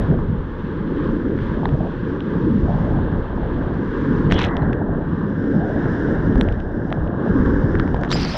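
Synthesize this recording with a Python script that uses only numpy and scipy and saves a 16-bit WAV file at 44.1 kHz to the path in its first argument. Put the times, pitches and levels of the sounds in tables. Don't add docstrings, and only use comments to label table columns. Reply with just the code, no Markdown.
import sys
import numpy as np
from scipy import signal
from scipy.fft import rfft, irfft, next_fast_len
from scipy.io import wavfile
from scipy.ndimage import map_coordinates

SR = 44100
rng = np.random.default_rng(int(sys.argv[2]) if len(sys.argv) > 2 else 0)


def gain_from_db(level_db):
    decades = np.asarray(level_db, float) / 20
    return 10 ** decades


def waveform_to_disk(signal):
    frames = np.transpose(np.atleast_2d(signal))
    scaled = np.clip(frames, -1, 1) * 32767
    samples = np.round(scaled).astype(np.int16)
    wavfile.write(sys.argv[1], SR, samples)


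N = 369116

# [t/s, level/dB, thinness of the film/dB, coarse foam/dB, fine foam/dB]
RIVER_COURSE = [(0, -38, 3.5, 0.5, -3.5), (.22, -45.5, 0.5, 1.5, -1), (.47, -45.5, 3.5, 1.5, -3.5),
                (.78, -44, 3, 0.5, -3.5), (1.05, -42, 5, 4.5, -3.5), (1.3, -42, 0.5, -2, -0.5),
                (1.45, -40.5, 6, 1, -4.5), (1.71, -46.5, 3.5, 3.5, 2), (1.93, -41.5, 3, -1, -4),
                (2.31, -41, 2.5, 2, -1), (2.65, -43.5, 4, 2, 0.5), (2.85, -40, 2.5, 2.5, 0),
                (3.1, -41.5, 1, 1.5, -4), (3.57, -42.5, 3, 2, -4), (4.02, -36.5, 1.5, 0.5, 0),
                (4.2, -36.5, 2, 3, 0), (4.33, -39, -3, 2, 1), (4.49, -35, -4, 5.5, -2.5),
                (4.7, -34.5, -6.5, -1, -5), (4.85, -41.5, -8, 1, -3), (5.05, -42.5, -2.5, 3, -2),
                (5.25, -41, -3, 1.5, 1), (5.5, -38.5, -3, -6.5, 2.5), (5.84, -33.5, -2.5, -4, 1),
                (6.0, -34, -2.5, -4, 3.5), (6.28, -35, -2.5, -3, 2.5), (6.53, -39.5, -2.5, -4, 0.5),
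                (6.67, -43.5, -7.5, -5, 5), (6.87, -42, -6, -2, 6), (7.14, -42, -6, 3, 0),
                (7.27, -37.5, -2.5, 1, 1), (7.45, -33.5, -2, 2.5, 2), (7.63, -37, -3, 1, 5.5),
                (7.83, -35.5, -5, -4.5, 4.5), (8.06, -39, -2, 3, 1), (8.37, -44, 3, 0, 0)]
FILM_PASSES = {"body": (0.74, 0.65, 0), "ring": (0, 0.86, 0), "film": (-16, 0.76, 0.79),
               "hiss": (-16, 0.51, 0.83), "top": (-28, 0.82, 0.96)}
# [t/s, share/1]
WETNESS = [(4.5, 0), (5.4, .8), (6.3, 0.8), (6.8, 0.84), (7.4, 0.7), (8.37, 0.6)]
# [f/Hz, relative density/dB]
BODY_COLOUR = [(700, -22), (840, 0), (1000, 3), (1250, -1.5), (1450, -11), (2000, -35)]
RING_COLOUR = [(1100, -29.5), (1350, -9), (1600, -2.5), (1820, -9), (1950, -21), (2200, -45.5)]
FILM_COLOUR = [(1700, -21.5), (1920, -4), (2100, -5.5), (2300, -12.5), (2600, -35.5)]
HISS_COLOUR = [(1800, -28), (2350, -7), (3300, -3.5), (3900, -10), (4400, -16.5), (5500, -44)]
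SHARP_HISS_COLOUR = [(1900, -34), (2400, -11), (2900, -3.5), (3400, -4.5), (3800, -6.5), (4300, -16),
                     (5300, -43)]
TOP_COLOUR = [(3800, -31.5), (4400, -3.5), (5300, -4.5), (6200, -10), (7200, -17.5), (8500, -25.5),
              (10500, -34), (15000, -50.5)]
SHARP_TOP_COLOUR = [(4100, -42.5), (4700, -6.5), (5400, -4.5), (5900, -10), (6800, -16), (8500, -26),
                    (10500, -36.5), (15000, -55.5)]

# [t/s, strength/dB, big eddies over it/dB, small eddies' share of it/dB]
AIR_COURSE = [(0.0, -19.5, 0.5, -9.5), (0.075, -23, -8.5, -7.5), (0.11, -15, -8, -8), (0.17, -21, -4, -6.5),
              (0.21, -24, 4, -8), (0.32, -22.5, -1.5, -6.5), (0.51, -31.5, 1, -4.5), (0.65, -26, -8, -7),
              (1.12, -20, -10, -1.5), (1.19, -23, -6, -2), (1.26, -20, -8.5, -1), (1.51, -23.5, -3.5, -4),
              (1.72, -21.5, -3.5, -4), (1.81, -21.5, -4.5, -7.5), (1.84, -25, -8.5, -4.5),
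              (2.12, -24.5, -8, -4), (2.14, -20.5, -23, -3.5), (2.21, -25, -7.5, -5.5),
              (2.28, -20.5, -19.5, -4), (2.31, -20, -10.5, -2), (2.56, -20, -11.5, -6.5),
              (2.63, -21, -1, -2.5), (2.75, -21.5, -6.5, -11), (2.91, -20, -5, -5.5), (3.22, -22, -2, -4),
              (3.28, -27.5, -4, -7.5), (3.36, -24.5, -1, -5.5), (3.59, -22.5, -2, -5),
              (3.8, -24.5, -5, -3.5), (3.98, -21.5, -10, -3), (4.07, -19.5, -11, -4.5),
              (4.15, -16.5, -13.5, -3.5), (4.31, -19.5, -4, -4.5), (4.61, -21, -7, -3.5),
              (4.94, -19.5, -5.5, -8.5), (4.99, -21, -12.5, -6), (5.06, -28, -2, -3), (5.08, -21, -9.5, -8),
              (5.38, -22.5, -16, -4.5), (5.48, -18, -14.5, -1), (5.59, -19, -12.5, -3.5),
              (6.18, -19, -8, -4), (6.41, -16.5, -3.5, -3.5), (6.55, -26.5, 3.5, -4.5),
              (6.85, -26, -7.5, -4), (6.99, -22, -6, -4.5), (7.02, -23.5, 3, -4.5),
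              (7.18, -22, -16.5, -7.5), (7.26, -21, -13, -0.5), (7.3, -16, -10.5, -5), (7.41, -16, -7, -4),
              (7.53, -18, -4.5, -2.5), (7.95, -21.5, -0.5, -6.5), (8.07, -24, -10, -5),
              (8.14, -17, -9.5, -9.5), (8.37, -31.5, 1.5, -3)]
EDDY_OFFSETS_DB = {"thump": 1.5, "rumble": -0.18, "roar": 0, "growl": -6.5}
# [t/s, length/s, level/dB]
REACHES = [(0, 0.18, -40), (1.546, 0.33, -39.5), (2.666, .03, -31.5), (2.736, 0.06, -37),
           (2.845, 0.072, -38.5), (2.963, 0.16, -37), (3.136, .06, -44), (3.24, 0.064, -41),
           (3.376, 0.072, -36.5), (3.52, 0.26, -40), (4.3, 0.29, -36), (4.63, 0.4, -38), (5.288, 0.25, -47),
           (5.551, 0.324, -35), (5.918, .5, -38), (6.452, 0.4, -41), (6.893, 0.39, -37.5),
           (7.607, 0.37, -40), (7.974, 0.57, -38.5)]
# [f/Hz, relative density/dB]
THUMP_COLOUR = [(12, -28), (25, -3.5), (70, -5.5), (110, -8.5), (180, -39.5)]
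RUMBLE_COLOUR = [(50, -35), (90, -5), (170, 1), (230, -3.5), (350, -41.5)]
ROAR_COLOUR = [(130, -51.5), (210, -6.5), (280, -2), (350, -6.5), (480, -31.5)]
GROWL_COLOUR = [(240, -50), (340, -2.5), (450, -1.5), (550, -8), (620, -21), (800, -59.5)]
EDGE_COLOUR = [(400, -40), (560, -5), (700, -9), (830, -12.5), (1100, -26.5)]
# [t/s, peak/dB, f/Hz, half length/ms]
LUMP_EVENTS = [(.1, -10.5, 150, 11), (.145, -12.5, 200, 4.6), (.228, -18, 70.5, 7), (.3, -15.5, 100, 15),
               (1.745, -11, 138, 12), (1.812, -22.5, 199, 9.6), (2.28, -14, 198, 7.1), (2.45, -13, 185, 10),
               (2.475, -14.5, 314, 17), (2.515, -12, 220, 14), (2.556, -10, 220, 6.5), (2.58, -14, 200, 11),
               (2.597, -13.5, 110, 8.5), (4.068, -18, 266, 8), (4.115, -13, 242, 12), (4.15, -19, 150, 10),
               (4.202, -15.5, 287, 5.4), (4.272, -14, 90, 10), (4.37, -12, 110, 6.9),
               (4.627, -12, 150, 7.9), (5.565, -16, 225, 7.9), (6.385, -12.5, 227, 7.4),
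               (6.985, -14, 130, 5.6), (7.015, -13.5, 70, 8), (7.3, -12, 198, 12), (7.362, -9.5, 278, 12),
               (7.404, -11, 250, 8.5), (7.426, -8, 240, 6), (7.49, -17, 199, 6.3), (7.5, -15.5, 260, 5.5),
               (7.645, -8.5, 129, 8.6), (7.858, -9.5, 275, 4.1)]

# [t/s, level/dB, f/Hz]
GURGLE_EVENTS = [(0.1433, -20.5, 618), (0.19, -21, 1004), (1.6327, -18, 842), (1.753, -22, 617),
                 (1.8068, -20.5, 702), (1.834, -26, 620), (2.6821, -20.5, 682), (2.6952, -24, 717),
                 (2.7061, -25, 683), (2.7874, -22, 952), (2.989, -18.5, 840), (3.085, -23, 950),
                 (3.2585, -28, 634), (3.3787, -24.5, 870), (3.4, -25.5, 668), (3.435, -22.5, 697),
                 (4.473, -20, 624), (4.493, -21.5, 1220), (4.517, -23, 966), (4.54, -24.5, 1304),
                 (4.556, -22.5, 742), (4.62, -23, 1476), (4.655, -26.5, 896), (4.71, -25.5, 795),
                 (4.5998, -20, 824), (4.6118, -25.5, 815), (4.8177, -19, 842), (4.8923, -24.5, 660),
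                 (5.6453, -24, 743), (5.6688, -19.5, 605), (5.701, -18.5, 658), (5.8272, -25.5, 708),
                 (6.0857, -24, 763), (6.9165, -17, 677), (6.9255, -19.5, 960), (6.942, -25.5, 728),
                 (6.9737, -23.5, 730), (7.068, -24.5, 927), (7.2626, -19, 642), (7.278, -20, 627),
                 (8.156, -19.5, 734), (8.188, -21.5, 824)]
# [f/Hz, relative gain/dB]
MUFFLE_COLOUR = [(200, -24), (450, 4), (1300, 2), (2000, -27), (3000, -66.5)]

# [t/s, peak/dB, f/Hz, half length/ms]
TICK_EVENTS = [(1.656, -24, 3520, .45), (1.6565, -12, 900, 1.4), (1.6565, -18, 1750, 1.1),
               (4.302, -35, 3100, 1.5), (4.3125, -29, 3200, 1.6), (4.316, -44, 6500, .5),
               (4.3375, -46, 6800, .4), (4.3235, -32, 5500, 1.5), (4.3645, -58, 7200, .4),
               (4.3702, -57, 10000, .1), (4.3755, -66, 10000, .15), (4.3912, -60, 10000, .1),
               (4.4075, -62, 11000, .2), (4.4665, -64, 8500, .2), (4.4685, -49, 5200, 2),
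               (4.512, -62, 8000, .3), (4.621, -50, 4100, 3), (4.695, -47, 3000, 1),
               (6.3575, -51, 8500, .2), (6.381, -55, 10000, .2), (6.3915, -62, 9000, .15),
               (6.397, -61, 10000, .1), (6.4105, -42, 5800, 1.5), (6.411, -50, 11000, .1),
               (6.4135, -52, 10500, .1), (6.4185, -52, 10500, .1), (6.434, -45, 9000, .1),
               (6.4445, -65, 8500, .2), (6.598, -43.5, 3200, .5), (7.7545, -54, 8500, 0.22),
               (7.7545, -20, 1500, .9), (7.799, -12.5, 1410, 1.2), (7.876, -61, 8500, .2),
               (7.911, -60, 8500, .2), (7.939, -50, 4500, .25), (7.968, -60, 7200, .8),
               (8.0135, -60, 8000, .3), (8.035, -60, 9000, .3), (8.047, -52, 6500, .4),
               (8.058, -40, 2200, 1), (8.058, -54, 7000, .4), (8.09, -38, 3300, .6), (8.09, -48, 5500, .4),
               (8.095, -39, 4000, .8), (8.095, -52, 6300, .6), (8.1055, -22, 3700, 0.45),
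               (8.1165, -15.5, 3750, 0.73), (8.1165, -31.5, 6000, .5), (8.1275, -14.5, 2120, .8),
               (8.106, -37, 6200, .5), (8.106, -50, 8700, .6), (8.1165, -48, 8800, .5),
               (8.1272, -22, 4800, .6), (8.128, -42, 7500, .5), (8.128, -56, 11500, .3),
               (8.138, -56, 11800, .5), (8.2045, -54, 8500, .3), (8.2215, -34, 5000, .4),
               (8.2325, -19, 5200, .5), (8.25, -16, 5000, .35), (8.25, -36, 6300, .4)]
# [t/s, level/dB, then over it: thud/dB, knock/dB, sharpness/dB]
DROP_EVENTS = [(1.378, -44, -1, 4, 8), (1.389, -38.5, 3, 11.5, 6), (1.6565, -34, 7, 0, 4),
               (1.682, -55, -1, 0, 16), (1.691, -34, 9, 3, -5), (2.206, -27.5, -18, -18, -6),
               (4.3025, -37, 4, 7, -15), (4.3123, -36, 18, 21, 0), (4.323, -9, -7, -3, -16),
               (4.3435, -29, -11, 6, 19), (4.3644, -38, 7, 17, 9), (4.3699, -31, -9, 0, -4),
               (4.3909, -22.5, 0, -1, 17), (4.3927, -22.5, 6, -1, 0), (4.4, -22, 0, -9, 10),
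               (4.409, -26, -4, -5, 0), (4.417, -18.5, 4, -9, 10), (4.4325, -39, 3, 1, 26),
               (4.4419, -13, -23, -18, -4), (4.4485, -21, -15, -19, 11), (4.467, -41, 9, 16, 16),
               (4.4826, -33, 10, -6, -3), (4.488, -32, 0, -2, -3), (4.459, -33, 0, 0, 8),
               (4.512, -46, 18, 6, 10), (4.5686, -21, -8, -23, 3), (4.6222, -48, 9, 14, 2),
               (4.6312, -42, 25, -3, 2), (4.7315, -27.5, -11, 2, 3), (5.442, -43, 17, -3, 0),
               (6.327, -41, -4, -8, 3.5), (6.357, -40, 21, 12, 13.5), (6.3805, -45, 14, 7, 20),
               (6.412, -11.5, -5.5, -4.5, -1), (6.4338, -52, 6, 6, 24), (6.488, -27, -4, 3, 0),
               (6.525, -34, 2, -13, 9), (6.603, -34.5, -14, -1, 8), (6.9046, -40, 9, 9, -1),
               (6.927, -23.5, 7, 6, 0), (7.076, -39, 7, -4, -11), (7.4617, -38.5, 1, -8, 3),
               (7.7352, -44, 2, -8, 8), (7.754, -36.5, 10, 17, 10), (7.789, -38, 0, 0, 0),
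               (7.7981, -23.5, 0, 7.5, 9), (7.802, -39, -2, 5, 5), (7.811, -44, 0, -2, 0),
               (7.8777, -44, 22, 21, 16), (7.945, -31.5, 21, 5, 13), (7.966, -44, 21, 13, 8),
               (8.0133, -45, 8, -1, 21), (8.0354, -30, 12, 11.5, 13), (8.049, -34, -3, 13, 7),
               (8.0577, -44, 3, -1, 13), (8.0779, -38, 3, 3, -8), (8.1161, -20.5, 2, 1, 14),
               (8.1277, -17, -3, 5.5, 8.5), (8.1267, -23.5, 0, 4, 8), (8.2504, -31, 13, 6, 10)]
# [level/dB, scatter in time/ms]
DROP_PARTS = [(0, .16), (-11, 1.4), (-15, 2.2)]
# [f/Hz, half length/ms]
PORT_MODES = [(850, 0.87), (1650, 0.69), (2300, 0.39), (3100, 0.4), (5100, 0.24), (8000, 0.16)]

# [t/s, f/Hz, width/Hz, level/dB, fade/(dB/s)]
POCKET_EVENTS = [(4.327, 3150, 652, -35, 1199), (4.457, 1850, 450, -39, 77), (8.105, 7450, 403, -62, 300),
                 (8.125, 7330, 500, -45, 1100), (8.135, 12000, 1800, -66, 700),
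                 (8.185, 12000, 1600, -69, 50)]
# [t/s, f/Hz, width/Hz, level/dB]
WHISTLE_COURSE = [(8.09, 5000, 450, -90), (8.132, 4980, 450, -28), (8.17, 5000, 510, -35),
                  (8.195, 4880, 907, -41), (8.22, 4950, 1484, -34), (8.245, 4570, 893, -37),
                  (8.27, 4410, 894, -42), (8.29, 4540, 1093, -38), (8.32, 4820, 1100, -36),
                  (8.345, 5080, 805, -45), (8.37, 5280, 803, -39)]

# [t/s, hold/s, level/dB, brightness/1]
WAVE_SLAPS = [(4.315, 0.0089, -32, .3), (4.33, .008, -46, .8), (4.35, .02, -45, 0.1),
              (4.387, 0.0081, -30, 0), (4.414, 0.011, -31.5, 0.05), (4.439, 0.013, -32, 0),
              (8.116, 0.015, -27, 1.0), (8.161, 0.05, -30.5, 0.67), (8.224, .17, -31.5, 0.62)]
# [offset/dB, further gain at full brightness/dB]
SPRAY_OFFSETS_DB = [(1, -9), (-4.5, -4.5), (-23.5, 17), (-35, 8.5)]
# [f/Hz, relative density/dB]
WASH_COLOUR = [(500, -34), (800, -1.5), (1500, 0.5), (2200, -0.5), (2700, -27)]
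FIZZ_COLOUR = [(1900, -28.5), (2400, 2.5), (3300, 0), (4100, -1), (4800, -45)]
SIZZLE_COLOUR = [(3700, -29), (4300, -3), (5000, -11.5), (5800, -9), (6600, -24), (7400, -38)]
SPRAY_COLOUR = [(6000, -16), (6700, 0), (7600, -4.5), (8500, -7), (10000, -16.5), (11000, -18),
                (12300, -23), (13300, -38)]


def unit(x):
    return x / np.sqrt(np.mean(x ** 2) + 1e-20)


def curves(rows):
    s, *columns = np.transpose(rows)
    return [np.interp(np.arange(N) / SR, s, column) for column in columns]


def wobble(rate):
    knots = rng.standard_normal(int(N * rate / SR) + 4)
    return map_coordinates(knots, [np.arange(N) * rate / SR])


def plateau(s, hold_s, rise_s, fall_db_per_s):
    t = np.arange(N) / SR - s
    rise = np.clip(1 + t / rise_s, 0, 1) ** 2
    return rise * gain_from_db(-fall_db_per_s * np.clip(t - hold_s, 0, 9))


def coloured(x, spectrum):
    size = next_fast_len(N + 8192)
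    hz, db = np.transpose(spectrum)
    log_hz = np.log(np.fft.rfftfreq(size, 1 / SR) + 1)
    gain = gain_from_db(np.interp(log_hz, np.log(hz), db, left=-120, right=-120))
    return unit(irfft(rfft(x, size) * gain, size)[:N])


def rush(spectrum, flutter_db, rate, grain_db):
    struck = rng.random(N) < .008
    bursts = struck * rng.standard_normal(N) * np.sqrt(rng.exponential(size=N))
    noise = rng.standard_normal(N) * gain_from_db(flutter_db * wobble(rate))
    return coloured(noise + gain_from_db(grain_db) * unit(bursts), spectrum)


def blips(rows):
    half = SR // 25
    out, t = np.zeros(N), np.arange(-half, half) / SR
    for (s, db, hz, ms), turn in zip(rows, rng.random(len(rows))):
        tone = np.cos(2 * np.pi * (hz * t + turn))
        out[round(s * SR) - half:][:len(t)] += gain_from_db(db) * tone * np.exp(-(t * 1e3 / ms) ** 2)
    return out


def river():
    level_db, thin_db, coarse_db, fine_db = curves(RIVER_COURSE)
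    mean_db = -41.5
    gain = {name: gain_from_db(mean_db + db + swing * (level_db - mean_db) + share * thin_db)
            for name, (db, swing, share) in FILM_PASSES.items()}
    sharp = np.clip(curves(WETNESS)[0], 0, 1)
    top = (np.sqrt(1 - sharp) * rush(TOP_COLOUR, 0.98, rate=33, grain_db=-11.0)
           + np.sqrt(sharp) * rush(SHARP_TOP_COLOUR, 1.2, rate=30, grain_db=-12.5))
    hiss = (np.sqrt(1 - sharp) * rush(HISS_COLOUR, 0.92, rate=42, grain_db=-10.5)
            + np.sqrt(sharp) * rush(SHARP_HISS_COLOUR, 1.1, rate=54, grain_db=-11))
    surge = gain_from_db(.6 * wobble(9))
    return surge * (gain["body"] * gain_from_db(coarse_db) * rush(BODY_COLOUR, 0.99, rate=20, grain_db=-7.0)
                    + gain["ring"] * rush(RING_COLOUR, 0.75, rate=15, grain_db=-6.5)
                    + gain["film"] * rush(FILM_COLOUR, 1.3, rate=7.6, grain_db=-12.5)
                    + gain["hiss"] * hiss
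                    + gain["top"] * gain_from_db(fine_db) * top)


def air():
    strength_db, big_db, small_db = curves(AIR_COURSE)
    middle = np.sqrt(np.clip(1 - gain_from_db(small_db) ** 2, .05, 1))
    mean_db = -22.5
    swing_db = 0.81 * (strength_db - mean_db) + 0.44 * small_db
    offset = EDDY_OFFSETS_DB
    thump = gain_from_db(strength_db + big_db + offset["thump"]) * rush(THUMP_COLOUR, 1.3, rate=10.0, grain_db=-23.5)
    rumble = gain_from_db(strength_db + offset["rumble"]) * rush(RUMBLE_COLOUR, 1.7, rate=12, grain_db=-27.0)
    roar = gain_from_db(strength_db + small_db + offset["roar"]) * rush(ROAR_COLOUR, 1.0, rate=12, grain_db=-18.5)
    growl = gain_from_db(mean_db + swing_db + offset["growl"]) * rush(GROWL_COLOUR, 1.1, rate=20, grain_db=-21.0)
    shared = gain_from_db(0.075 * wobble(11.0))
    push = shared * (thump + middle * rumble + roar + growl)
    push = push + 0.35 * (push ** 2 - np.mean(push ** 2))
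    reach = gain_from_db(-48.5 + 0.37 * swing_db)
    for s, length_s, db in REACHES:
        reach = reach + gain_from_db(db) * plateau(s, length_s, rise_s=0.028, fall_db_per_s=210)
    return push + reach * rush(EDGE_COLOUR, 2.8, rate=31, grain_db=-9.0)


def lumps():
    return blips(LUMP_EVENTS)


def gurgles():
    out, t = np.zeros(N), np.arange(SR // 40) / SR
    for (s, db, hz), turn in zip(GURGLE_EVENTS, rng.random(len(GURGLE_EVENTS))):
        age = t * hz / 0.92
        swell = age * np.exp(1 - age)
        out[round((s - .85 / hz) * SR):][:len(t)] += gain_from_db(db) * swell * np.sin(2 * np.pi * (hz * t + turn))
    return coloured(out, MUFFLE_COLOUR) * np.sqrt(np.mean(out ** 2))


def ticks():
    return blips(TICK_EVENTS)


def drops():
    out, half = np.zeros(N), SR // 100
    hz, ms = np.transpose(PORT_MODES)[:, :, None]
    chance = rng.standard_normal((len(DROP_EVENTS), len(DROP_PARTS), 3, len(PORT_MODES), 1))
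    for (s, db, thud, knock, sharp), parts in zip(DROP_EVENTS, chance):
        between = knock / 2 - 10.5
        gains = gain_from_db(db + np.array([thud, knock, between, 0, -17.5 + sharp, -41 + .55 * sharp]))
        for (part_db, scatter_ms), (detune, turn, late) in zip(DROP_PARTS, parts):
            t = np.arange(-half, half) / SR - scatter_ms / 1e3 * late[0]
            tones = np.cos(2 * np.pi * (hz * (1 + .04 * detune) * t + .12 * turn))
            modes = tones * np.exp(-(t * 1e3 / ms) ** 2)
            out[round(s * SR) - half:][:2 * half] += gain_from_db(part_db) * gains @ modes
    return out


def pockets():
    out, t = np.zeros(N), np.arange(N) / SR
    for s, hz, width_hz, db, fade_db_per_s in POCKET_EVENTS:
        a, b = wobble(width_hz), wobble(width_hz)
        hold_s = 180 / hz
        sag_hz, sag_s = min(0.076 * hz, 450), 0.16
        pitch_hz = hz - sag_hz * (1 - np.exp(-np.clip(t - s - hold_s, 0, 9) / sag_s))
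        phase = 2 * np.pi * np.cumsum(pitch_hz) / SR
        tone = unit(a * np.cos(phase) + b * np.sin(phase))
        out += gain_from_db(db) * plateau(s, hold_s, 0.025, fade_db_per_s) * tone
    return out


def whistle():
    hz, width_hz, db = curves(WHISTLE_COURSE)
    knots = np.cumsum(width_hz) / SR
    a, b = (map_coordinates(rng.standard_normal(int(knots[-1]) + 4), [knots]) for _ in range(2))
    phase = 2 * np.pi * np.cumsum(hz) / SR
    return gain_from_db(db) * unit(a * np.cos(phase) + b * np.sin(phase))


def waves():
    colours = (WASH_COLOUR, FIZZ_COLOUR, SIZZLE_COLOUR, SPRAY_COLOUR)
    layers = [rush(colour, 1.9, rate=120, grain_db=-9.5) for colour in colours]
    out = np.zeros(N)
    for s, hold_s, db, bright in WAVE_SLAPS:
        slap = plateau(s, hold_s, rise_s=0.023, fall_db_per_s=601)
        for (offset_db, bright_db), layer in zip(SPRAY_OFFSETS_DB, layers):
            out += slap * gain_from_db(db + offset_db + bright * bright_db) * layer
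    return out


def scene():
    far = river()
    near = air() + lumps() + gurgles()
    at_port = ticks() + drops() + pockets() + whistle() + waves()
    return (far + near + at_port)[None]


def band_limit(x):
    return signal.sosfilt(signal.butter(12, 15500, fs=SR, output="sos"), x)


def record(dry):
    rounded = dry / (1 + np.abs(dry / .85) ** 4) ** (1 / 4)
    return band_limit(rounded)


dry = scene()
out = record(dry)
waveform_to_disk(out)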